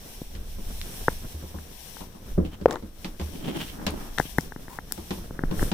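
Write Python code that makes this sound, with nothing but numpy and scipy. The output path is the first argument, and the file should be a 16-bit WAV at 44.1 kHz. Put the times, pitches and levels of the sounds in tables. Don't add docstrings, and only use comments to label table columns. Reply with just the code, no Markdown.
import sys
import numpy as np
from scipy import signal
from scipy.fft import rfft, irfft, next_fast_len
from scipy.io import wavfile
from scipy.ndimage import uniform_filter1d

SR = 44100
rng = np.random.default_rng(int(sys.argv[2]) if len(sys.argv) > 2 else 0)


def to_wav(sig):
    pcm = np.clip(np.atleast_2d(sig), -1, 1) * 32767
    pcm = np.round(pcm).astype(np.int16)
    wavfile.write(sys.argv[1], SR, pcm.T)


N = 253089
T = np.arange(N) / SR

# t/s, thud/dB, hollow/dB, clack/dB, clack tilt/(dB per octave), pan/dB
FINGER_TAPS = [(0.215, -23, -32, -58, 0, 3), (1.081, -13, -11.5, -5, -2.5, 3.5),
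               (1.585, -56, -61, -37.5, 3, 9), (1.967, -56, -42, -32.5, -7, 5),
               (2.657, -25, 1, -11, -12.5, 8.5), (2.677, -24, -33, -49, -6, 5),
               (2.684, -35, -28, -34, -7, 5), (2.709, -31, -33, -21, -7, 4), (2.757, -44, -33, -21, -10, 4),
               (2.767, -45, -33, -35, -4, 10), (4.178, -48, -50, -23.5, 9, 9),
               (4.183, -25, -48, -12, 1.5, 2), (4.198, -13.5, -28, -9.5, -3.5, 6),
               (4.21, -48, -36, -32, 0, 9), (4.252, -28.5, -58, -50, 0, 18),
               (4.383, -9, -27, -10, -2.5, 6.5), (4.52, -35, -51, -29, 2, 4.5),
               (4.56, -25, -45, -35, -6, 12), (4.68, -32, -59, -33.5, -5, 7),
               (4.786, -30.5, -57, -20, 2, 5), (4.91, -40, -53, -35, 0, 0), (4.921, -33, -39, -31, -7, 6),
               (5.307, -26.5, -35, -37, -6, 8), (5.39, -21, -46, -23, 7, 6),
               (5.435, -13.5, -48, -22.5, 0.5, 9.5), (5.593, -43.5, -47, -24.5, 4, 7),
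               (5.626, -12.5, -22.5, -22.5, 1, 10)]
# f/Hz, level/dB, t60/s, voice (0 thud, 1 hollow, 2 clack)
CASE_MODES = [(164, -7, 0.045, 0), (247, 4.5, 0.017, 0), (513, -4.5, 0.015, 1), (683, -15, 0.016, 1),
              (843, 0.5, 0.012, 2), (1414, 4, 0.0089, 2), (1810, 4, 0.0072, 2)]
# t/s, level/dB, body/dB, edge/dB, top/dB, pan/dB
RIM_TICKS = [(0.8139, -21, -3, -19.5, -36, 3.5), (2.7085, -19, -8, -19, -44, -9),
             (2.7134, -33, -3.5, -14, -28, -13), (2.7229, -32, -7, -13, -31, -14),
             (2.7278, -29.5, -12, -7.5, -32, -7), (2.756, -29.5, -6.5, -19, -43, -12),
             (3.5679, -30, -3, -16, -18, 9), (3.867, -19, -0.5, -11.5, -18.5, 1),
             (3.905, -31, -18, -28, -11, 3.5), (4.1832, -17.5, -6.5, -15, -31, 17),
             (4.1973, -27.5, -9, -12.5, -25, 21), (4.3829, -16.5, -17, -20, -22, 9.5),
             (4.408, -23.5, -35, -10, -27, 8), (4.9213, -11, -35, -16, -20.5, 14)]
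# f/Hz, t60/s, voice (0 body, 1 edge, 2 top)
RIM_MODES = [(2200, 0.0019, 0), (3680, 0.0032, 0), (3900, 0.0022, 0), (5570, 0.0058, 1), (7340, 0.0042, 1),
             (9870, 0.0053, 2), (11700, 0.0049, 2), (14500, 0.0033, 2)]
# t/s, level/dB, boom/dB, clap/dB, crack/dB, pan/dB
COVER_KNOCKS = [(0.35, -34, -3, -24, -3, 0), (0.582, -29.5, -35, -12, -27, 0.5),
                (1.341, -35.5, 5.5, -19, -27, -0.5), (1.434, -30, -7, -10, -20.5, -0.5),
                (1.541, -27.5, -4, -8, -37, 0.5), (2.005, -29, -13, -3, -9.5, 1.5),
                (2.147, -33.5, -33, -6, -28, 1.5), (2.378, -7, -13, -25, -47, -0.5),
                (2.612, -24, -11, -18, -17.5, 0), (2.824, -26.5, -12.5, -15.5, -21, -0.5),
                (3.045, -24.5, -24, -5.5, -2, -1.5), (3.196, -25, -13, -3.5, -7, 0.5),
                (3.212, -26.5, 1, -35, -9.5, -1), (3.865, -17, -12.5, -4, -0.5, 1.5),
                (4.976, -25, -13, -9, -14, 1.5), (5.106, -19, -16.5, -6, -6, 1.5),
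                (5.174, -29, -9.5, -10, -33, 0), (5.511, -17, -29, -14, -17, 2),
                (5.715, -14.5, -29, -5, -9, 2.5)]
# f/Hz, level/dB, t60/s
COVER_MODES = [(161.6, -14, 0.25), (189.6, 3, 0.13), (223.4, -8.5, 0.22), (270.5, -8, 0.14),
               (310.1, -9.5, 0.28), (345, -6, 0.17), (420, -19, 0.073), (544, -7.5, 0.1)]
# peak t/s, rise/s, fall/s, groan/dB, rasp/dB, squeak/dB
COVER_SCRAPES = [(2.452, 0.0089, 0.053, -35.5, -62, -48), (2.532, 0.024, 0.036, -43.5, -53, -48),
                 (3.36, 0.085, 0.058, -36, -62, -50.5), (3.478, 0.096, 0.082, -30, -52.5, -42.5),
                 (3.572, 0.12, 0.08, -30.5, -45.5, -42.5), (3.605, 0.042, 0.064, -38, -48, -35.5),
                 (3.7, 0.04, 0.046, -62, -66, -42.5), (3.82, 0.13, 0.11, -37, -46, -77),
                 (3.93, 0.015, 0.066, -31.5, -60, -68), (4.03, 0.22, 0.16, -40, -46, -58),
                 (4.26, 0.02, 0.061, -56, -68, -46)]
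# peak t/s, rise/s, fall/s, level/dB, pan/dB
SUEDE_STROKES = [(0.12, 0.24, 0.33, -49, 1.5), (0.96, 0.77, 1, -46, 1), (1.939, 0.52, 0.31, -50, 10),
                 (2.32, 0.18, 0.14, -54.5, 2.5), (3.06, 0.18, 0.13, -53, 7), (3.31, 0.36, 0.26, -52.5, 7.5),
                 (3.6, 0.38, 0.57, -50, 1.5), (4.0, 0.28, 0.26, -50, 0.5), (4.23, 0.2, 0.34, -49, 9),
                 (4.4, 0.29, 0.22, -52.5, 4), (4.7, 0.34, 0.66, -58.5, -0.5), (4.95, 0.12, 0.41, -53, 6),
                 (5.12, 0.22, 0.38, -50.5, 0), (5.64, 0.17, 0.18, -43, 4)]
# f/Hz, level/dB
SUEDE_EQ = [(410, -9.5), (700, 2.5), (1020, -3), (1420, -19), (1560, -4.5), (2050, -5), (3370, -0.5),
            (4860, -5), (5690, 2.5), (6570, -6.5), (9350, -4), (10800, -5), (12000, -4), (15200, -2),
            (16000, -33)]
# f/Hz, level/dB
SHEEN_EQ = [(3000, -38), (7500, 14), (9700, 22.5), (10800, 12), (12000, 25), (15000, -23), (17000, -39)]
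# peak t/s, rise/s, fall/s, level/dB
CUSHION_SHIFTS = [(0.08, 0.13, 0.13, -49), (0.43, 0.24, 0.065, -46.5), (0.71, 0.13, 0.11, -51.5),
                  (0.98, 0.19, 0.61, -47), (1.67, 0.035, 0.1, -49.5), (2.32, 0.081, 0.29, -49),
                  (2.72, 0.11, 0.12, -51), (3.85, 1, 0.35, -49.5), (4.45, 0.08, 0.066, -44),
                  (4.72, 0.3, 0.14, -46.5), (5.68, 0.5, 0.5, -37)]
# f/Hz, level/dB
FOAM_EQ = [(50, -42), (80, -1.5), (120, -3), (185, -1), (300, -8.5), (480, -10), (800, -22.5), (1600, -23),
           (3000, -44)]
# peak t/s, rise/s, fall/s, level/dB
HAND_JOLTS = [(0.72, 0.55, 0.33, -30.5), (1.1, 0.15, 0.3, -32.5), (2.36, 0.11, 0.2, -27.5),
              (2.67, 0.065, 0.068, -32), (4.15, 2.3, 0.98, -39), (5.22, 0.08, 0.31, -34.5),
              (5.47, 0.057, 0.1, -26), (5.63, 0.097, 0.12, -22.5)]
# f/Hz, level/dB
RUMBLE_EQ = [(10, -4), (24, 1.5), (38, -6.5), (58, -7), (100, -21), (250, -43), (2000, -83)]
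# f/Hz, level/dB
ROOM_TONE_EQ = [(180, 3), (300, 0), (814, -7), (1870, -10.5), (3290, -12.5), (4750, -16), (5700, -47),
                (16000, -70)]


def finger_taps(lag_s=0.00088, thud_delay_s=0.00076, clack_pan_db=4, echo_db=-38, echo_t60=0.2):
    out = np.zeros((2, N))
    for s, thud_db, hollow_db, clack_db, tilt, pan in FINGER_TAPS:
        thud, hollow, clack = case_rings(tilt)
        air = ports(rng.standard_normal((2, len(thud))), apart_hz=900)
        echo = undb(echo_db) * unit(band(air, 250, 1650)) * fade(T[:len(thud)], echo_t60)
        bass_sides = sides(0.22 * pan)
        add(out, s + lag_s, undb(hollow_db) * hollow * bass_sides)
        add(out, s + lag_s, undb(clack_db) * (clack * sides(pan + clack_pan_db) + echo))
        add(out, s + lag_s + thud_delay_s, undb(thud_db) * thud * bass_sides)
    return out


def case_rings(tilt, build_t60=0.0071, top_hz=2133):
    t = T[:SR // 16]
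    rings = np.zeros((3, len(t)))
    for k, (hz, db, t60, voice) in enumerate(CASE_MODES):
        gain = undb(db)
        if voice == 2:
            detune, weight = rng.standard_normal(2)
            gain = gain * (-1) ** k * undb(tilt * np.log2(hz / top_hz) + 2 * weight)
            hz = hz * (1 + 0.045 * detune)
        else:
            gain = gain * (1 - fade(t, build_t60))
        rings[voice] += gain * np.sin(2 * np.pi * hz * t) * fade(t, t60)
    soft = signal.ellip(6, 1, 45, top_hz, fs=SR, output='sos')
    return [peak(signal.sosfilt(soft, ring)) for ring in rings]


def finger_drag(creak_db=-31.5, squeal_db=-46, pan_db=6):
    firm = press(start_s=2.676, end_s=2.742, attack_s=0.0088, release_t60=0.16)
    light = press(start_s=4.675, end_s=4.775, attack_s=0.027, release_t60=0.092)
    slips = ports(grains(per_s=3000, spread_db=1), apart_hz=2500)
    creak = colour(slips, [(90, -16), (300, 13), (500, 8), (800, 1), (1100, 5), (1500, -16),
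                           (2000, -9), (2500, -19), (6000, -32)])
    squeal = colour(slips, [(400, -34), (800, -12), (1000, -1), (1250, -21), (2100, -21.5),
                            (3000, -26.5)])
    return (creak * firm * undb(creak_db) + squeal * light * undb(squeal_db)) * sides(pan_db)


def rim_ticks(lag_s=0.001116, echo_db=-29, echo_t60=0.25, body_db=2, edge_db=5, top_db=11):
    out, t = np.zeros((2, N)), T[:SR // 8]
    for s, db, body, edge, top, pan in RIM_TICKS:
        gains = undb(db) * undb([body + body_db, edge + edge_db, top + top_db])
        for hz, t60, voice in RIM_MODES:
            ring = np.sin(2 * np.pi * (hz * t + rng.random((2, 1)))) * fade(t, t60)
            echo = unit(band(rng.standard_normal((2, len(t))), hz * 0.5, hz * 2.1)) * fade(t, echo_t60)
            tick = ring * sides(pan) + undb(echo_db) * echo * sides(pan / 2)
            add(out, s + lag_s, gains[voice] * tick)
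    return out


def cover_knocks(lag_s=0.000959, locker_hz=75.8, locker_t60=0.3,
                 wood_db=-3, cabin_db=-15, clap_db=-7, crack_db=-9, snap_db=5):
    out, t = np.zeros((2, N)), T[:SR // 2]
    boom = peak(np.sin(2 * np.pi * locker_hz * t) * fade(t, locker_t60) * (1 - fade(t, t60=0.059)))
    for s, db, low, mid, high, pan in COVER_KNOCKS:
        wood = undb(wood_db) * plywood_ring(t)
        air = ports(rng.standard_normal((2, len(t))), apart_hz=580)
        cabin = undb(cabin_db) * unit(band(air, 113, 490, order=3)) * fade(t, t60=0.23)
        clap = undb(mid + clap_db) * unit(band(air, 465, 1060, order=3)) * fade(t, t60=0.19)
        snap_and_tail = undb(snap_db) * fade(t, t60=0.0066) + fade(t, t60=0.14)
        crack = undb(high + crack_db) * unit(band(air, 1100, 4250)) * snap_and_tail
        add(out, s + lag_s, undb(db) * sides(pan) * (wood + undb(low) * boom + cabin + clap + crack))
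    return out


def plywood_ring(t, grip_detune=0.046, apart_hz=700, build_t60=0.0034):
    hz, mode_db, t60 = np.transpose(COVER_MODES)[:, :, None]
    detune, skew, scatter_db = rng.standard_normal((3, len(COVER_MODES), 1))
    phase = 2 * np.pi * hz * (1 + grip_detune * detune) * t
    port_phase = hz / apart_hz * skew * np.array([1, -1])[:, None, None]
    polarity = (-1) ** np.arange(len(COVER_MODES))[:, None]
    modes = polarity * undb(mode_db + scatter_db) * np.sin(phase + port_phase) * fade(t, t60)
    return peak(modes.sum(axis=1) * (1 - fade(t, build_t60)))


def cover_scrapes(uneven_db=1.6):
    power = sum(np.outer(undb(levels_db), swell(s, rise, fall)) ** 2
                for s, rise, fall, *levels_db in COVER_SCRAPES)
    groan_gain, rasp_gain, squeak_gain = np.sqrt(power)
    slips = ports(grains(per_s=2600, spread_db=1.5), apart_hz=438) * undb(uneven_db * wander(hz=50))
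    groan = colour(slips, [(70, -19), (130, 2), (190, 6), (300, 4.5), (520, -10.5), (900, -18.5),
                           (2000, -79)])
    rasp = colour(slips, [(250, -33), (650, 3), (1000, 5), (1700, 0.5), (2500, -12), (8000, -59)])
    squeak = colour(slips, [(900, -30.5), (2500, -15), (3150, -8.5), (3700, -17), (5500, -26),
                            (12000, -31)])
    return groan * groan_gain + rasp * rasp_gain + squeak * squeak_gain


def suede_brush(trim_db=3.5, flick_db=-11, sheen_db=-6, brisk_db=-47, rest_db=-64, uneven_db=1.35):
    strokes = sum((undb(db) * swell(s, rise, fall) * sides(pan)) ** 2
                  for s, rise, fall, db, pan in SUEDE_STROKES)
    speed = np.sqrt(strokes + (undb(rest_db) * sides(pan_db=6)) ** 2)
    briskness = np.sqrt(speed.prod(axis=0)) / undb(brisk_db)
    fibres = rng.standard_normal((2, N)) + undb(flick_db) * unit(grains(per_s=1700, spread_db=4.5))
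    sheen = colour(rng.standard_normal((2, N)), SHEEN_EQ) * undb(sheen_db) * briskness
    return (colour(fibres, SUEDE_EQ) + sheen) * speed * undb(trim_db + uneven_db * wander(hz=25.18))


def cushion_rustle(trim_db=3, uneven_db=3):
    foam = colour(ports(grains(per_s=1800, spread_db=0), apart_hz=696), FOAM_EQ)
    return foam * undb(trim_db + uneven_db * wander(hz=30)) * movements(CUSHION_SHIFTS, rest_db=-55.5)


def hand_rumble():
    shake = colour(ports(rng.standard_normal((2, N)), apart_hz=252), RUMBLE_EQ)
    return shake * movements(HAND_JOLTS, rest_db=-47.5)


def room_tone(floor_db=-63):
    return undb(floor_db) * colour(ports(rng.standard_normal((2, N)), apart_hz=800), ROOM_TONE_EQ)


def swell(peak_s, rise_s, fall_s, depth_db=19, roundness=1.35):
    away = np.maximum((peak_s - T) / rise_s, (T - peak_s) / fall_s)
    return undb(-depth_db * np.minimum(away, 10) ** roundness)


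def movements(rows, rest_db):
    power = sum((undb(db) * swell(s, rise, fall)) ** 2 for s, rise, fall, db in rows)
    return np.sqrt(undb(rest_db) ** 2 + power)


def press(start_s, end_s, attack_s, release_t60):
    return np.clip((T - start_s) / attack_s, 0, 1) * fade(np.maximum(T - end_s, 0), release_t60)


def fade(t, t60):
    return np.exp(-np.log(1000) * t / t60)


def wander(hz):
    step = int(SR / hz)
    return unit(uniform_filter1d(np.repeat(rng.standard_normal(N // step + 1), step), step)[:N])


def grains(per_s, spread_db):
    slips = (rng.random((2, N)) < per_s / SR) * rng.standard_normal((2, N))
    return slips * undb(spread_db * rng.standard_normal((2, N)))


def band(x, lo_hz, hi_hz, order=2):
    edges = [lo_hz, min(hi_hz, SR / 2 - 500)]
    return signal.sosfilt(signal.butter(order, edges, 'band', fs=SR, output='sos'), x)


def colour(x, points):
    hz, db = np.transpose(points)
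    size = next_fast_len(N)
    f = np.maximum(np.fft.rfftfreq(size, 1 / SR), 1)
    curve = undb(np.interp(np.log(f), np.log(hz), db))
    return unit(irfft(rfft(x, size) * curve, size)[..., :N])


def ports(x, apart_hz):
    side = signal.sosfilt(signal.butter(1, apart_hz, 'high', fs=SR, output='sos'), x[1])
    return np.array([x[0] + side, x[0] - side])


def sides(pan_db):
    return undb(np.array([[.5], [-.5]]) * pan_db)


def undb(db):
    return 10 ** (np.asarray(db) / 20)


def unit(x):
    return x / np.sqrt(np.mean(x ** 2))


def peak(x):
    return x / np.abs(x).max()


def add(out, s, sound):
    i = int(s * SR)
    out[:, i:i + sound.shape[-1]] += sound[..., :N - i]


def scene():
    fingers = finger_taps() + finger_drag() + rim_ticks()
    cover = cover_knocks() + cover_scrapes()
    return fingers + cover + suede_brush() + cushion_rustle() + hand_rumble() + room_tone()


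def record(dry):
    high_cut = signal.ellip(8, .2, 70, 16100, fs=SR, output='sos')
    return signal.sosfilt(high_cut, np.clip(dry, -1, 1))


dry = scene()
out = record(dry)
to_wav(out)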